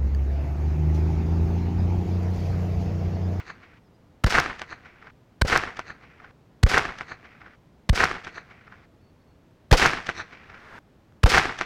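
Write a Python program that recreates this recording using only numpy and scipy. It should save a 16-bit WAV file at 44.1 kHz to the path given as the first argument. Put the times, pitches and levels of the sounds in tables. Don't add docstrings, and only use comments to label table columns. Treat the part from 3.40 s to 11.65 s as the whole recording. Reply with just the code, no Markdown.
import sys
import numpy as np
from scipy import signal
from scipy.io import wavfile
from scipy.ndimage import uniform_filter1d

SR = 44100
rng = np.random.default_rng(int(sys.argv[2]) if len(sys.argv) > 2 else 0)


def materialize(psi):
    bounded = np.clip(np.atleast_2d(psi).T, -1, 1)
    quanta = np.round(bounded * 32767).astype(np.int16)
    wavfile.write(sys.argv[1], SR, quanta)


N = 363825
T = np.arange(int(1.2 * SR)) / SR
GROUND_START_S = 0.061

# [delay t/s, level/dB, smear t/s]
REFLECTIONS = [(0.066, -25.5, .00063), (0.0842, -20.5, .00066), (.1123, -10, .001), (.1162, -16, .001),
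               (.1408, -17.5, .0008), (.1462, -7, .001), (.1627, -16, .001), (.2220, -20.5, .0012),
               (0.4877, -28, 0.00293), (0.721, -55, 0.00214), (.7855, -39.5, .0036), (0.8307, -40.5, 0.003)]
# [f/Hz, level/dB]
CRACK_SPECTRUM = [(60, -2.5), (200, -0.5), (350, -5), (520, 0.5), (850, -9.5), (1550, -0.5), (2400, -10.5),
                  (3500, -9.5), (6000, -17.5), (9000, -24.5), (15500, -39)]
# [f/Hz, level/dB]
SLAP_SPECTRUM = [(60, -16), (400, -13.5), (900, -7), (1450, 4), (2100, -2), (3200, -19.5), (6000, -24.5),
                 (10000, -46.5), (15500, -53)]


def amp(db):
    return 10 ** (np.asarray(db) / 20)


def read(points, hz):
    f, db = np.transpose(points)
    return np.interp(np.log(hz + 1), np.log(f + 1), db)


def add(mix, s, sound):
    start = round(s * SR)
    sound = sound[max(-start, 0):]
    part = mix[max(start, 0):][:len(sound)]
    part += sound[:len(part)]


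def colour(x, points, size=4096):
    hz = abs(np.fft.fftfreq(size, 1 / SR))
    log_gain = np.log(amp(read(points, hz)))
    response = np.exp(np.conj(signal.hilbert(log_gain)))
    taps = np.fft.ifft(response).real[:size // 2]
    return signal.oaconvolve(x, taps / np.linalg.norm(taps))[:len(x)]


def burst(points, smear, rough, size=2048):
    t = np.arange(size) / SR
    smeared = rng.standard_normal(size) * (t / smear) * np.exp(-(t / smear) ** 2)
    clean = np.arange(size) == int(.5 * smear * SR)
    pulse = colour(clean + rough * smeared, points)
    return pulse / np.linalg.norm(pulse) * np.sqrt(.002 * SR)


def rifle(steady=.7, board_db=-23, deaf_db=-29, recovery=0.0005, lead=0.0013):
    # [t/s, crack level/dB, thump level/dB, thump duration factor, deaf time t/s,
    #  bench level/dB, echo level/dB, echo brightness/dB, backstop level/dB, far slap level/dB,
    #  ground comb spacing f/Hz, bullet flight t/s]
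    shot_table = [(-.387, -12, -4, .87, .03, -4, -2.5, 2.5, 0, -33.5, 2160, 0.18),
                  (.8385, -18.5, -3.5, .92, .0245, 0, 0, 1, -3, -26, 2130, 0.16),
                  (2.014, -16.5, -5.5, 0.93, 0.035, -4, -0.95, .5, -1.5, -21.5, 2130, 0.16),
                  (3.2305, -18.5, 2, 0.98, 0.033, -1.5, 0, 1, -1.5, -23.5, 2140, .15),
                  (4.4912, -19.5, -1.5, 1.04, .038, -3.5, -0.9, 1.5, -1, -29, 2100, .15),
                  (6.3119, -17, 2.5, 1.1, 0.01356, 6, 2, 4.5, 6, -16.5, 1990, 0.15),
                  (7.8329, -18, 2.5, 1.02, 0.027, 5, 3.5, 3.5, 5, -15, 1980, 0.15)]
    stop_times = [.39, 1.71, 2.915, 4.16, 5.46, 7.39, 8.5]
    # [f/Hz, level/dB]
    board_spectrum = [(300, -20.5), (2000, -6), (4500, 5.5), (6700, 6), (8500, -12.5), (11000, -9.5),
                      (15500, -21)]
    far_slap_s, headroom, fade_s = .3786, .66, .004

    out = np.zeros(N)
    terrain = reflectors()
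    hard = slaps()
    for shot, stop in zip(shot_table, stop_times):
        (s, crack_db, thump_db, slow, deaf, bench_db, echo_db, bright_db,
         backstop_db, far_db, comb_hz, flight) = shot
        taps = np.sqrt(steady) * terrain + np.sqrt(1 - steady) * reflectors()
        echo = amp(echo_db) * scatter(taps, bright_db, backstop_db, comb_hz)
        echo += amp(bench_db) * bench() + hard
        far_slap = burst(SLAP_SPECTRUM, smear=.0012, rough=.35)
        add(echo, far_slap_s, amp(far_db) * far_slap)
        target_snap = burst(board_spectrum, smear=0.0018, rough=1.0)
        add(echo, flight, amp(board_db) * target_snap)
        echo /= (1 + (echo / headroom) ** 4) ** .25
        awake = (1 + np.tanh((T - deaf) / recovery)) / 2
        echo *= amp(deaf_db * (1 - awake))
        echo *= np.clip((stop - s - T) / fade_s, 0, 1)
        add(out, s - lead, amp(crack_db) * crack())
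        add(out, s, amp(thump_db) * thump(slow) + echo)
        add(out, s + deaf, rebound())
    return out


def crack(rise_db=13, length=0.0081, onset=.001):
    growth = amp(rise_db * (np.minimum(T / length, 1) - 1))
    start = 1 - np.exp(-T / onset)
    block = 1 + (T / length) ** 20
    sound = colour(rng.standard_normal(len(T)) * growth * start / block, CRACK_SPECTRUM)
    return sound / np.linalg.norm(sound) * np.sqrt(length * SR)


def thump(slow, first_peak=.0071, stretch=1.673, crest=0.012, width=0.59, db=-5.5, linger=0.073, onset=0.0071):
    t = np.maximum(T / slow, 1 / SR)
    age = np.log(t / crest)
    main = np.exp(-(age / width) ** 2 / 2)
    late = linger * np.exp(-(age - 1) ** 2 / 0.2)
    size = (main + late) / (1 + (onset / t) ** 20)
    swing = np.cos(np.pi * np.log(t / first_peak) / np.log(stretch))
    return amp(db) * size * swing


def rebound(db=-13, swing_hz=68, decay=0.0063, onset=0.00072):
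    envelope = np.exp(-T / decay) * (1 - np.exp(-(T / onset) ** 2))
    return amp(db) * np.cos(2 * np.pi * swing_hz * T) * envelope


def bench(db=-7.0, t60=.11, ground_db=-29, ground_t60=0.15):
    # [f/Hz, level/dB]
    bench_spectrum = [(60, -11.5), (190, -2), (260, -8.5), (335, -1.5), (420, -6.5), (520, 7), (640, -9),
                      (790, -4), (1100, -9), (1500, -11), (2800, -15), (5200, -18.5), (8000, -31),
                      (15500, -42.5)]
    table, near_ground = rng.standard_normal((2, len(T)))
    table = colour(table, bench_spectrum) * amp(db - 60 * T / t60)
    near_ground = colour(near_ground, CRACK_SPECTRUM) * amp(ground_db - 60 * T / ground_t60)
    return table + near_ground


def slaps(bounce=.00066, bounce_share=0.61):
    out = np.zeros(len(T))
    for delay, db, smear in REFLECTIONS:
        slap = burst(far(SLAP_SPECTRUM, delay), smear, rough=.2)
        slap *= amp(db) / (1 + bounce_share)
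        add(out, delay, slap)
        add(out, delay + bounce, bounce_share * slap)
    return out


def far(points, delay, loss_db=30):
    return [(hz, db - loss_db * delay * min(hz / 7000, 1.5) ** 2) for hz, db in points]


def reflectors(lumpy_db=3, size=90):
    clumps = uniform_filter1d(rng.standard_normal(len(T)), size) * np.sqrt(size)
    taps = rng.standard_normal(len(T)) * amp(lumpy_db * np.clip(clumps, -2, 2))
    return taps / np.sqrt(uniform_filter1d(taps ** 2, size=600))


def scatter(taps, bright_db, backstop_db, comb_hz, db=1.0, air_db=26, hinge_hz=2700, soil_db=5, soil_hz=650,
            comb_db=8, comb_s=0.49, comb_width=0.063, leaves_hz=2450, leaves_db=6, leaves_s=0.7, leaves_width=0.071):
    # [f/Hz, level/dB]
    ground_spectrum = [(80, -4.5), (270, -7.5), (450, -3.5), (570, -9.5), (720, -2), (920, -6),
                       (1400, -1.5), (2200, -4.5), (2850, -11.5), (3700, -16.5), (5600, -20.5), (7500, -29),
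                       (10500, -36.5), (15500, -44.5)]
    gain, treble_db = terrain_echo(backstop_db)
    hz, t, z = signal.stft(colour(taps, ground_spectrum), SR, nperseg=256)
    hz = hz[:, None]
    shelf = (bright_db + np.interp(t, T, treble_db)) * hz ** 4 / (hz ** 4 + hinge_hz ** 4)
    air_loss = air_db * np.clip((hz - 5500) / 5000, 0, 2)
    soil_loss = soil_db * np.exp(-((hz - soil_hz) / 500) ** 2)
    absorbed = t * (air_loss + soil_loss)
    comb_band = (hz > 2710) * (hz < 7050)
    comb_time = np.exp(-((t - comb_s) / comb_width) ** 2)
    comb = comb_db * np.cos(2 * np.pi * hz / comb_hz) * comb_band * comb_time
    leaves = leaves_db * np.exp(-((hz - leaves_hz) / 600) ** 2 - ((t - leaves_s) / leaves_width) ** 2)
    z = z * amp(shelf - absorbed + comb + leaves)
    sound = signal.istft(z, SR, nperseg=256)[1][:len(T)]
    return sound * amp(db) * gain * flutter()


def terrain_echo(backstop_db, near_s=0.031, near_db=-25, near_spread=.012, near_treble_db=-14):
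    # [delay t/s, level/dB, spread t/s, treble level/dB]
    bank_table = [(0.266, -32, .018, -22), (0.357, -38, 0.004, 7.5), (0.385, -35, 0.016, -4),
                  (0.468, -47.5, 0.024, 5.5), (0.488, -38.5, 0.027, -9), (.622, -46, 0.018, -7),
                  (0.832, -48.5, 0.05, -17)]
    ground_treble_db, extra_treble_db, bright_s = -2, 22, .026
    distant_s, wash_db, wash_fall_db_per_s, wash_treble_db = 0.38, -56.5, 2.5, -5.5
    skirt_db, skirt_lag_s, skirt_spread_s, skirt_treble_db = -7, .002, .006, -7.5
    backstop_s, backstop_spread_s = 0.31, 0.22

    distant = 1 / (1 + (distant_s / (T + 1e-6)) ** 20)
    backstop_time = np.exp(-((T - backstop_s) / backstop_spread_s) ** 2)
    backstop = amp(backstop_db * distant * backstop_time)
    nearness = np.exp(-np.maximum(T - GROUND_START_S, 0) / bright_s)
    wash = distant * amp(wash_db - wash_fall_db_per_s * (T - distant_s))
    parts = [(patch(near_s, near_db, near_spread), near_treble_db),
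             (ground(), ground_treble_db + extra_treble_db * nearness),
             (wash, wash_treble_db)]
    for delay, db, spread, treble_db in bank_table:
        parts.append((backstop * patch(delay, db, spread), treble_db))
    for delay, db, _ in REFLECTIONS:
        parts.append((patch(delay + skirt_lag_s, db + skirt_db, skirt_spread_s), skirt_treble_db))
    body = sum(gain ** 2 for gain, _ in parts)
    treble = sum((gain * amp(treble_db)) ** 2 for gain, treble_db in parts)
    return np.sqrt(body), 10 * np.log10(treble / body)


def ground(peak_s=0.12, db=-21.5, rise_db_per_s=210.5, fall_db_per_s=121):
    late = T - peak_s
    gain = amp(db + np.minimum(rise_db_per_s * late, -fall_db_per_s * late))
    return gain / (1 + (GROUND_START_S / (T + 1e-6)) ** 20)


def patch(delay, db, spread):
    return amp(db) * np.exp(-abs(T - delay) / spread)


def flutter(depth_db=2, size=500):
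    clumps = uniform_filter1d(rng.standard_normal(len(T)), size) * np.sqrt(size)
    return amp(depth_db * np.clip(clumps, -2, 2) * np.minimum(T, 1))


def handling(smear=0.00067):
    # [t/s, level/dB]
    tick_table = [(6.11, -64.5), (7.723, -56.5)]
    out = np.zeros(N)
    for s, db in tick_table:
        add(out, s, amp(db) * burst(CRACK_SPECTRUM, smear, rough=1.0))
    return out


def birds():
    # [t/s, length t/s, start f/Hz, end f/Hz, level/dB]
    whistle_table = [(0.433, .06, 5550, 4700, -77), (.535, .035, 4650, 5150, -74),
                     (5.606, .12, 4430, 4470, -74.5), (5.801, 0.032, 4430, 4430, -76.5),
                     (5.865, 0.08, 4400, 4350, -76.5)]
    out = np.zeros(N)
    for s, length, start_hz, end_hz, db in whistle_table:
        hz = np.linspace(start_hz, end_hz, int(length * SR))
        tone = np.sin(2 * np.pi * np.cumsum(hz) / SR)
        add(out, s, amp(db) * signal.windows.tukey(len(hz), .5) * tone)
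    return out


def outdoors(air_db=-56.5, hiss_end_s=7.39, hiss_db=-44.5, hiss_rise_db_per_s=45):
    # [f/Hz, level/dB]
    air_spectrum = [(20, -19), (64, -5), (108, -3.5), (250, -8.5), (400, -13.5), (560, -16), (750, -19.5),
                    (1800, -28.5), (4000, -36.5), (6000, -41), (10000, -49.5), (16000, -48.5)]
    # [f/Hz, level/dB]
    hiss_spectrum = [(100, -0.5), (700, -3), (1700, 3), (3000, -14), (6000, -25), (9000, -35),
                     (15000, -41.5)]
    ahead = hiss_end_s - np.arange(N) / SR
    swell = amp(hiss_db - hiss_rise_db_per_s * abs(ahead)) * (ahead > 0)
    air = amp(air_db) * colour(rng.standard_normal(N), air_spectrum)
    return air + swell * colour(rng.standard_normal(N), hiss_spectrum)


def scene():
    return (rifle() + outdoors() + birds() + handling())[None]


def record(dry, edge_hz=15950):
    low_pass = signal.firwin(511, edge_hz, window=("kaiser", 9), fs=SR)
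    return signal.oaconvolve(np.clip(dry, -1, 1), low_pass[None], "same")


dry = scene()
out = record(dry)
materialize(out)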